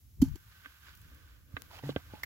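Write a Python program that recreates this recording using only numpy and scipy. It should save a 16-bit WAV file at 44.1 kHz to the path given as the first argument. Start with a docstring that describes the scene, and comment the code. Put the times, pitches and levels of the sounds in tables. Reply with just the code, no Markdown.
"""A wet fish drops onto others in a plastic bucket: a hollow thud, slaps, then slithering.
The bucket is shifted over dry clods: knocks ring its plastic modes, the base scrapes,
squeaks and judders, clods crack, and a dry stalk snaps.
Outdoors and close, with light wind on the microphone ports."""
import sys
import numpy as np
from scipy import signal
from scipy.io import wavfile

SR = 44100
rng = np.random.default_rng(int(sys.argv[2]) if len(sys.argv) > 2 else 0)


def transcribe(signal):
    """Save signal, clipped to [-1, 1], as a 16-bit WAV file at the path in sys.argv[1]."""
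    frames = np.atleast_2d(signal).T
    limited = np.clip(frames, -1, 1)
    pcm = np.round(limited * 32767).astype(np.int16)
    wavfile.write(sys.argv[1], SR, pcm)


N = 99225
T = np.arange(N) / SR
LIKENESS, NEAR_PAN_DB = 0.45, -4.5  # power shared by both channels; left minus right

# plastic modes of the bucket: pitch_hz, gain_db, t60_s
BUCKET_MODES = [(283, -15, .05), (338.5, -20.5, 0.031), (459, -17.5, 0.022), (625, -19, 0.016),
                (1160, -13.5, 0.017), (1562, -11.5, 0.028), (2066, -13, .02), (2560, -13, 0.01),
                (3800, -15.5, .008)]


def landing():
    """The soft fish loads the bucket over a few cycles; the bottom thumps, the hollow note dies fast."""
    # landing, second drop, flap: start_s, level_db, pitch_hz, t60_s
    thuds = [(0.2155, -9.6, 264.4, 0.041), (.348, -42, 327, 0.0086), (.657, -56, 285, .03)]
    rise_s, thump_hz = 0.01197, 165
    out = 0
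    for start_s, db, hz, t60_s in thuds:
        t = T - start_s - rise_s
        rise = swell(start_s, rise_s) ** 1.3
        blow = 1000 ** (-np.maximum(t, 0) / t60_s)
        after_ring = amp(-20.5) * 1000 ** (-np.maximum(t, 0) / (3.5 * t60_s))
        hollow = (blow + after_ring) * np.cos(2 * np.pi * hz * t)
        thump = amp(-13.5) * blow * np.cos(2 * np.pi * thump_hz * t)
        out += amp(db) * rise * (hollow + thump)
    return butter(out, hz=390, kind="low", order=3) * pan(db=-1.5)


def slaps():
    """Wet skin smacks in sprays of tiny clicks that ring the thin wall."""
    # skin contacts: start_s, level_db, t60_s, pan_db
    smacks = [(.2160, -38, 0.04, 4), (0.2187, -36, 0.035, -19), (0.237, -51, 0.19, -4),
              (0.284, -51, 0.014, 0), (0.3558, -47, 0.033, -5)]
    # spray spectrum: freq_hz, gain_db
    colour = [(650, 8.5), (2000, -5.5), (6000, 0), (12500, -0.5), (15500, -7)]
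    # wall resonances: pitch_hz, gain_db
    wall = [(3100, 5), (4480, 5.8), (5981, 5), (7257, 4)]
    wall_width_hz = 160
    spray = coloured(lambda: grains(per_s=14000, spread_db=0), colour, likeness=0.35)
    spray *= sum(amp(db) * swell(start_s, rise_s=0.00156) * decay(start_s, t60_s) * pan(pan_db)
                 for start_s, db, t60_s, pan_db in smacks)
    return spray + resonate(spray, [(hz, wall_width_hz, db) for hz, db in wall])


def slither():
    """Fish slide on each other and the wall; slimy friction catches and lets go."""
    # sliding envelope: time_s, level_db
    levels = [(.2, -96.5), (.25, -65), (.44, -68), (.52, -62.5), (.68, -60.5), (.80, -65), (.875, -55),
              (.96, -64), (1.33, -65), (1.46, -76.5), (1.56, -65), (1.9, -62)]
    # friction spectrum: freq_hz, gain_db
    colour = [(250, -7), (680, -15.5), (1150, -3), (3400, -1.5), (8000, -15.5), (15000, -23.5)]
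    # bucket resonances: pitch_hz, width_hz, gain_db
    resonances = [(1200, 100, 4.5), (1522, 126.6, 10)]
    rub = coloured(lambda: grains(per_s=7000, spread_db=2.5), colour, LIKENESS)
    grip_db = unit(butter(white(), hz=44.2, kind="low"))
    rub *= amp(grip_db)
    return unit(rub + resonate(rub, resonances)) * curve(levels) * pan(NEAR_PAN_DB)


def slime():
    """Slime films part with tiny, bright ticks as the fish wriggles."""
    # parting films: start_s, level_db
    ticks = [(0.9513, -50), (.973, -54), (1.016, -54), (1.146, -53.5)]
    fizz = unit(butter(stereo(white, LIKENESS), hz=8500, kind="high", order=1))
    return fizz * sum(amp(db) * decay(start_s, t60_s=0.025) for start_s, db in ticks) * pan(db=6)


def wall_impacts():
    """Two wet fish slaps squelch against the wall; later knocks ring the plastic and crunch grit."""
    # two fish slaps, then knocks: start_s, level_db, bright_hz, bass_cut_hz, ring_db, texture_db
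    impacts = [(.647, -46, 2970, 1800, 6.5, -6.5), (0.658, -36.5, 2070, 1700, 8.5, -12),
               (0.883, -41.5, 1900, 1443, 7.5, -30.5), (1.5671, -26.5, 3800, 713, 6, -26.5),
               (1.836, -27.5, 606, 203, -0.5, -30), (1.8918, -15, 585, 236, -2, -32),
               (1.9619, -13, 1240, 138, -4.5, -29), (2.1359, -27.5, 470, 60, 0, -48)]
    push, drive, texture_level = 0, 0, 0
    for start_s, db, bright_hz, bass_cut_hz, ring_db, texture_db in impacts:
        gain = amp(db) * pan(NEAR_PAN_DB)
        roughness = amp(-18) * stereo(white, likeness=0.15) * decay(start_s, t60_s=0.03)
        clean_force = butter(click(start_s), bright_hz, "low")
        rough_force = butter(click(start_s) + roughness, bright_hz, "low")
        push += gain * butter(clean_force, bass_cut_hz, "high")
        drive += gain * amp(ring_db) * butter(rough_force, bass_cut_hz, "high", order=1)
        texture_level += gain * amp(texture_db) * decay(start_s, t60_s=0.042)
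    thud = amp(25) * butter(push, hz=665, kind="low", order=6)  # the wall pushes the air directly
    plastic = butter(ring(drive, BUCKET_MODES), hz=4900, kind="low", order=6)
    texture = stereo(lambda: grains(per_s=4600, spread_db=6), LIKENESS)  # squelch or crunch
    texture = unit(butter(texture, hz=[1820, 3500], kind="band", order=6))
    return thud + plastic + texture_level * texture


def judder():
    """The dragged base sticks and slips: a brief, uneven low groan."""
    start_s, rise_s, hold_s, t60_s = 1.828, 0.017, 0.076, 0.16
    pitch_hz = 137.8
    wobble_rad = 0.22 * unit(butter(white(), hz=60, kind="low"))
    phase = 2 * np.pi * pitch_hz * (T - start_s) + wobble_rad
    level = swell(start_s, rise_s) * 1000 ** (-np.maximum(T - start_s - hold_s, 0) / t60_s)
    return amp(-36.5) * level * (np.sin(phase) + amp(-12) * np.sin(2 * phase))


def scrapes():
    """Dust hisses under the base while larger crumbs break and ring briefly."""
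    # strokes over dry soil: start_s, length_s, level_db
    strokes = [(1.699, 0.11, -53.5), (1.823, 0.11, -52.5), (1.96, 0.053, -60.5), (2.089, 0.14, -60.5)]
    # dust spectrum: freq_hz, gain_db
    colour = [(300, -16), (700, 4.5), (1500, -3.5), (3800, -4), (6000, -12), (15000, -13.5)]
    crumbs_per_s, t60_cycles = 260, 14
    pitches_hz = np.geomspace(950, 4300, 10)
    level = sum(amp(db) * np.sin(np.pi * np.clip((T - start_s) / length_s, 0, 1)).clip(0) ** 0.5
                for start_s, length_s, db in strokes)
    dust = coloured(lambda: grains(per_s=2500, spread_db=1.5), colour, LIKENESS)
    crumbs = 0
    for hz in pitches_hz:
        breaks = grains(crumbs_per_s / len(pitches_hz), spread_db=1.5)
        crumbs += ring(breaks, [(hz, 0, t60_cycles / hz)]) * hz ** 0.14
    return (dust + amp(-4) * unit(crumbs)) * level * pan(NEAR_PAN_DB)


def clods():
    """Each clod cracks under the base in a quick run of grains around its own pitch."""
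    # cracking clods: start_s, level_db, pitch_hz
    cracks = [(1.787, -33, 2840), (1.9033, -32, 2980)]
    width_hz = 440
    grit = stereo(lambda: grains(per_s=3000, spread_db=-3.5), LIKENESS)
    return sum(amp(db) * resonate(grit * decay(start_s, t60_s=0.051), [(hz, width_hz, 0)])
               for start_s, db, hz in cracks) * pan(NEAR_PAN_DB)


def chafes():
    """Plastic rubs on dry clay in short, rough squeaks."""
    # squeaks of the base: start_s, length_s, pitch_hz, level_db
    squeaks = [(1.724, 0.037, 666, -52.5), (1.891, 0.023, 3850, -48), (2.124, 0.052, 854, -55)]
    rub, out = white(), 0
    for start_s, length_s, hz, db in squeaks:
        half_s, width_hz = length_s / 2, 0.088 * hz
        level = amp(db) * swell(start_s, half_s) * (1 - swell(start_s + half_s, half_s))
        out += level * unit(butter(rub, [hz - width_hz / 2, hz + width_hz / 2], "band"))
    return out * pan(NEAR_PAN_DB)


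def handling():
    """A hand rubs and drags the bucket; dull friction murmurs in its modes."""
    # rubbing envelope: time_s, level_db
    levels = [(.9, -99.5), (1.12, -67.5), (1.45, -78.5), (1.58, -60), (1.68, -70.5)]
    rub = butter(stereo(lambda: grains(per_s=3300, spread_db=2), LIKENESS), hz=860, kind="low")
    return unit(ring(rub, BUCKET_MODES)) * curve(levels) * pan(NEAR_PAN_DB)


def stalk_snap():
    """Dry fibres break in a quick splintering run and ring the stalk."""
    # breaking fibres: start_s, level_db
    fibres = [(2.2323, -37.5), (2.2341, -26.5)]
    # stalk modes: pitch_hz, gain_db, t60_s
    modes = [(1735, -6, 0.011), (2090, -3.5, .012), (13600, -9, 0.0073)]
    force = 0
    for start_s, db in fibres:
        splinters = amp(-13.5) * stereo(white, likeness=0.17) * decay(start_s, t60_s=0.031)
        force += amp(db) * (click(start_s) + splinters)
    crack = amp(8) * butter(force, hz=6260, kind="low", order=1)
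    return (ring(force, modes) + crack) * pan(db=-2.5)


def grit_tick():
    """Grit ticks once, close to the left port."""
    return amp(-23.5) * click(start_s=1.6207) * pan(db=33)


def puffs():
    """Short, low wobbles of air pressure on the ports."""
    # air puffs: start_s, level_db, pitch_hz, t60_s, pan_db
    pulses = [(.203, -27.5, 69.4, 0.083, 30), (0.259, -28, 90, 0.08, 34), (0.275, -34, 146.4, 0.18, 33),
              (0.313, -29.5, 60, 0.1, 35), (.338, -27, 72, 0.053, 26), (1.54, -27, 95, 0.041, -8),
              (1.965, -26, 87, 0.033, -0.5)]
    out = 0
    for start_s, db, hz, t60_s, pan_db in pulses:
        level = amp(db) * swell(start_s, rise_s=0.004) * decay(start_s, t60_s)
        out += level * np.sin(2 * np.pi * hz * (T - start_s)) * pan(pan_db)
    return out


def wind():
    """Lumpy wind rumble on the ports, with a faint hiss."""
    # rumble and hiss envelopes: time_s, level_db
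    rumble_levels = [(0, -59), (.16, -55), (.22, -33.5), (.33, -52.5), (.39, -58.5), (.75, -64.5),
                     (1.08, -52), (1.2, -59.5), (2.25, -54.5)]
    hiss_levels = [(.2, -66.5), (.25, -63.5), (1.0, -63.5), (1.47, -69), (1.6, -63)]
    # rumble and hiss spectra: freq_hz, gain_db
    rumble_colour = [(25, -24.5), (50, -3.5), (70, 3), (110, -5), (170, -20.5), (280, -23.5), (450, -45.5)]
    hiss_colour = [(600, -5), (4000, -1.5), (15000, 4)]
    rumble = butter(coloured(white, rumble_colour, likeness=0.72), hz=660, kind="low")
    hiss = coloured(white, hiss_colour, likeness=0.17)
    return rumble * curve(rumble_levels) + hiss * curve(hiss_levels)


def amp(db):
    """Decibels to gain."""
    return np.exp(np.asarray(db) * (np.log(10) / 20))


def unit(x):
    """Scale to rms 1."""
    return x / np.sqrt(np.mean(x ** 2) + 1e-20)


def curve(rows):
    """Gain in time from rows of time_s, level_db."""
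    return amp(np.interp(T, *np.transpose(rows)))


def pan(db):
    """Channel gains for a left-minus-right level difference."""
    gains = amp(np.array([[db], [-db]]) / 2)
    return gains / gains.mean()


def from_right(x, lag_s=0.00013):
    """Sound from the right reaches the left port late."""
    return np.array([np.interp(T - lag_s, T, x[0]), x[1]])


def decay(start_s, t60_s):
    """Unit step that dies away exponentially."""
    out, first = np.zeros(N), int(start_s * SR)
    tail = out[first:first + int(2 * t60_s * SR)]
    tail[:] = 1000 ** (-np.arange(len(tail)) / (t60_s * SR))
    return out


def swell(start_s, rise_s):
    """Smooth rise from 0 to 1."""
    u = np.clip((T - start_s) / rise_s, 0, 1)
    return u * u * (3 - 2 * u)


def click(start_s):
    """Unit impulse."""
    return 1. * (np.arange(N) == int(start_s * SR))


def white():
    """White noise."""
    return rng.standard_normal(N)


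def grains(per_s, spread_db):
    """Random micro-contacts of uneven size; rms 1."""
    contacts = (rng.random(N) < per_s / SR) * white()
    return unit(contacts * amp(spread_db * np.minimum(rng.exponential(1, N), 4)))


def stereo(source, likeness):
    """Two channels that share part of a random source."""
    return np.sqrt(likeness) * source() + np.sqrt(1 - likeness) * np.array([source(), source()])


def coloured(source, colour, likeness):
    """Half-octave bands of a random source, shaped by rows of freq_hz, gain_db; rms 1."""
    hz, db = np.transpose(colour)
    draws = [stereo(source, likeness), stereo(source, likeness)]
    edges_hz = 20 * 2 ** np.arange(0, 10.1, 0.5)
    out = 0
    for k, (low, high) in enumerate(zip(edges_hz, edges_hz[1:])):
        if high > hz[0] and low < 2 * hz[-1]:
            band_db = np.interp(np.log(low * high) / 2, np.log(hz), db)
            out += amp(band_db) * butter(draws[k % 2], [low, high], "band")
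    return unit(out)


def butter(x, hz, kind, order=2):
    """Causal Butterworth filter."""
    return signal.sosfilt(signal.butter(order, hz, kind, fs=SR, output="sos"), x + 1e-18)


def ring(x, modes):
    """Damped modes in parallel, signs alternating."""
    out = 0
    for k, (hz, db, t60_s) in enumerate(modes):
        radius, step_rad = 1000 ** (-1 / (t60_s * SR)), 2 * np.pi * hz / SR
        feedback = [1, -2 * radius * np.cos(step_rad), radius ** 2]
        out += (-1) ** k * amp(db) * signal.lfilter([0, np.sin(step_rad)], feedback, x + 1e-18)
    return out


def resonate(x, peaks):
    """Band-pass resonances in parallel."""
    return sum(amp(db) * signal.lfilter(*signal.iirpeak(hz, hz / width_hz, fs=SR), x)
               for hz, width_hz, db in peaks)


def scene():
    """Fish, bucket and ground in the open air."""
    rubbing = slither() + handling() + judder() + scrapes() + clods() + chafes()
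    fish = landing() + slaps() + slime()
    return fish + from_right(rubbing + wall_impacts() + stalk_snap()) + grit_tick() + puffs() + wind()


def record(dry):
    """The microphone has a dip in the treble; the top is cut."""
    dip_hz, width_hz, depth, cutoff_hz = 8730, 2240, 0.77, 15800
    dipped = dry - depth * resonate(dry, [(dip_hz, width_hz, 0)])
    return signal.sosfilt(signal.ellip(10, 0.2, 80, cutoff_hz, fs=SR, output="sos"), dipped)


dry = scene()
out = record(dry)
transcribe(out)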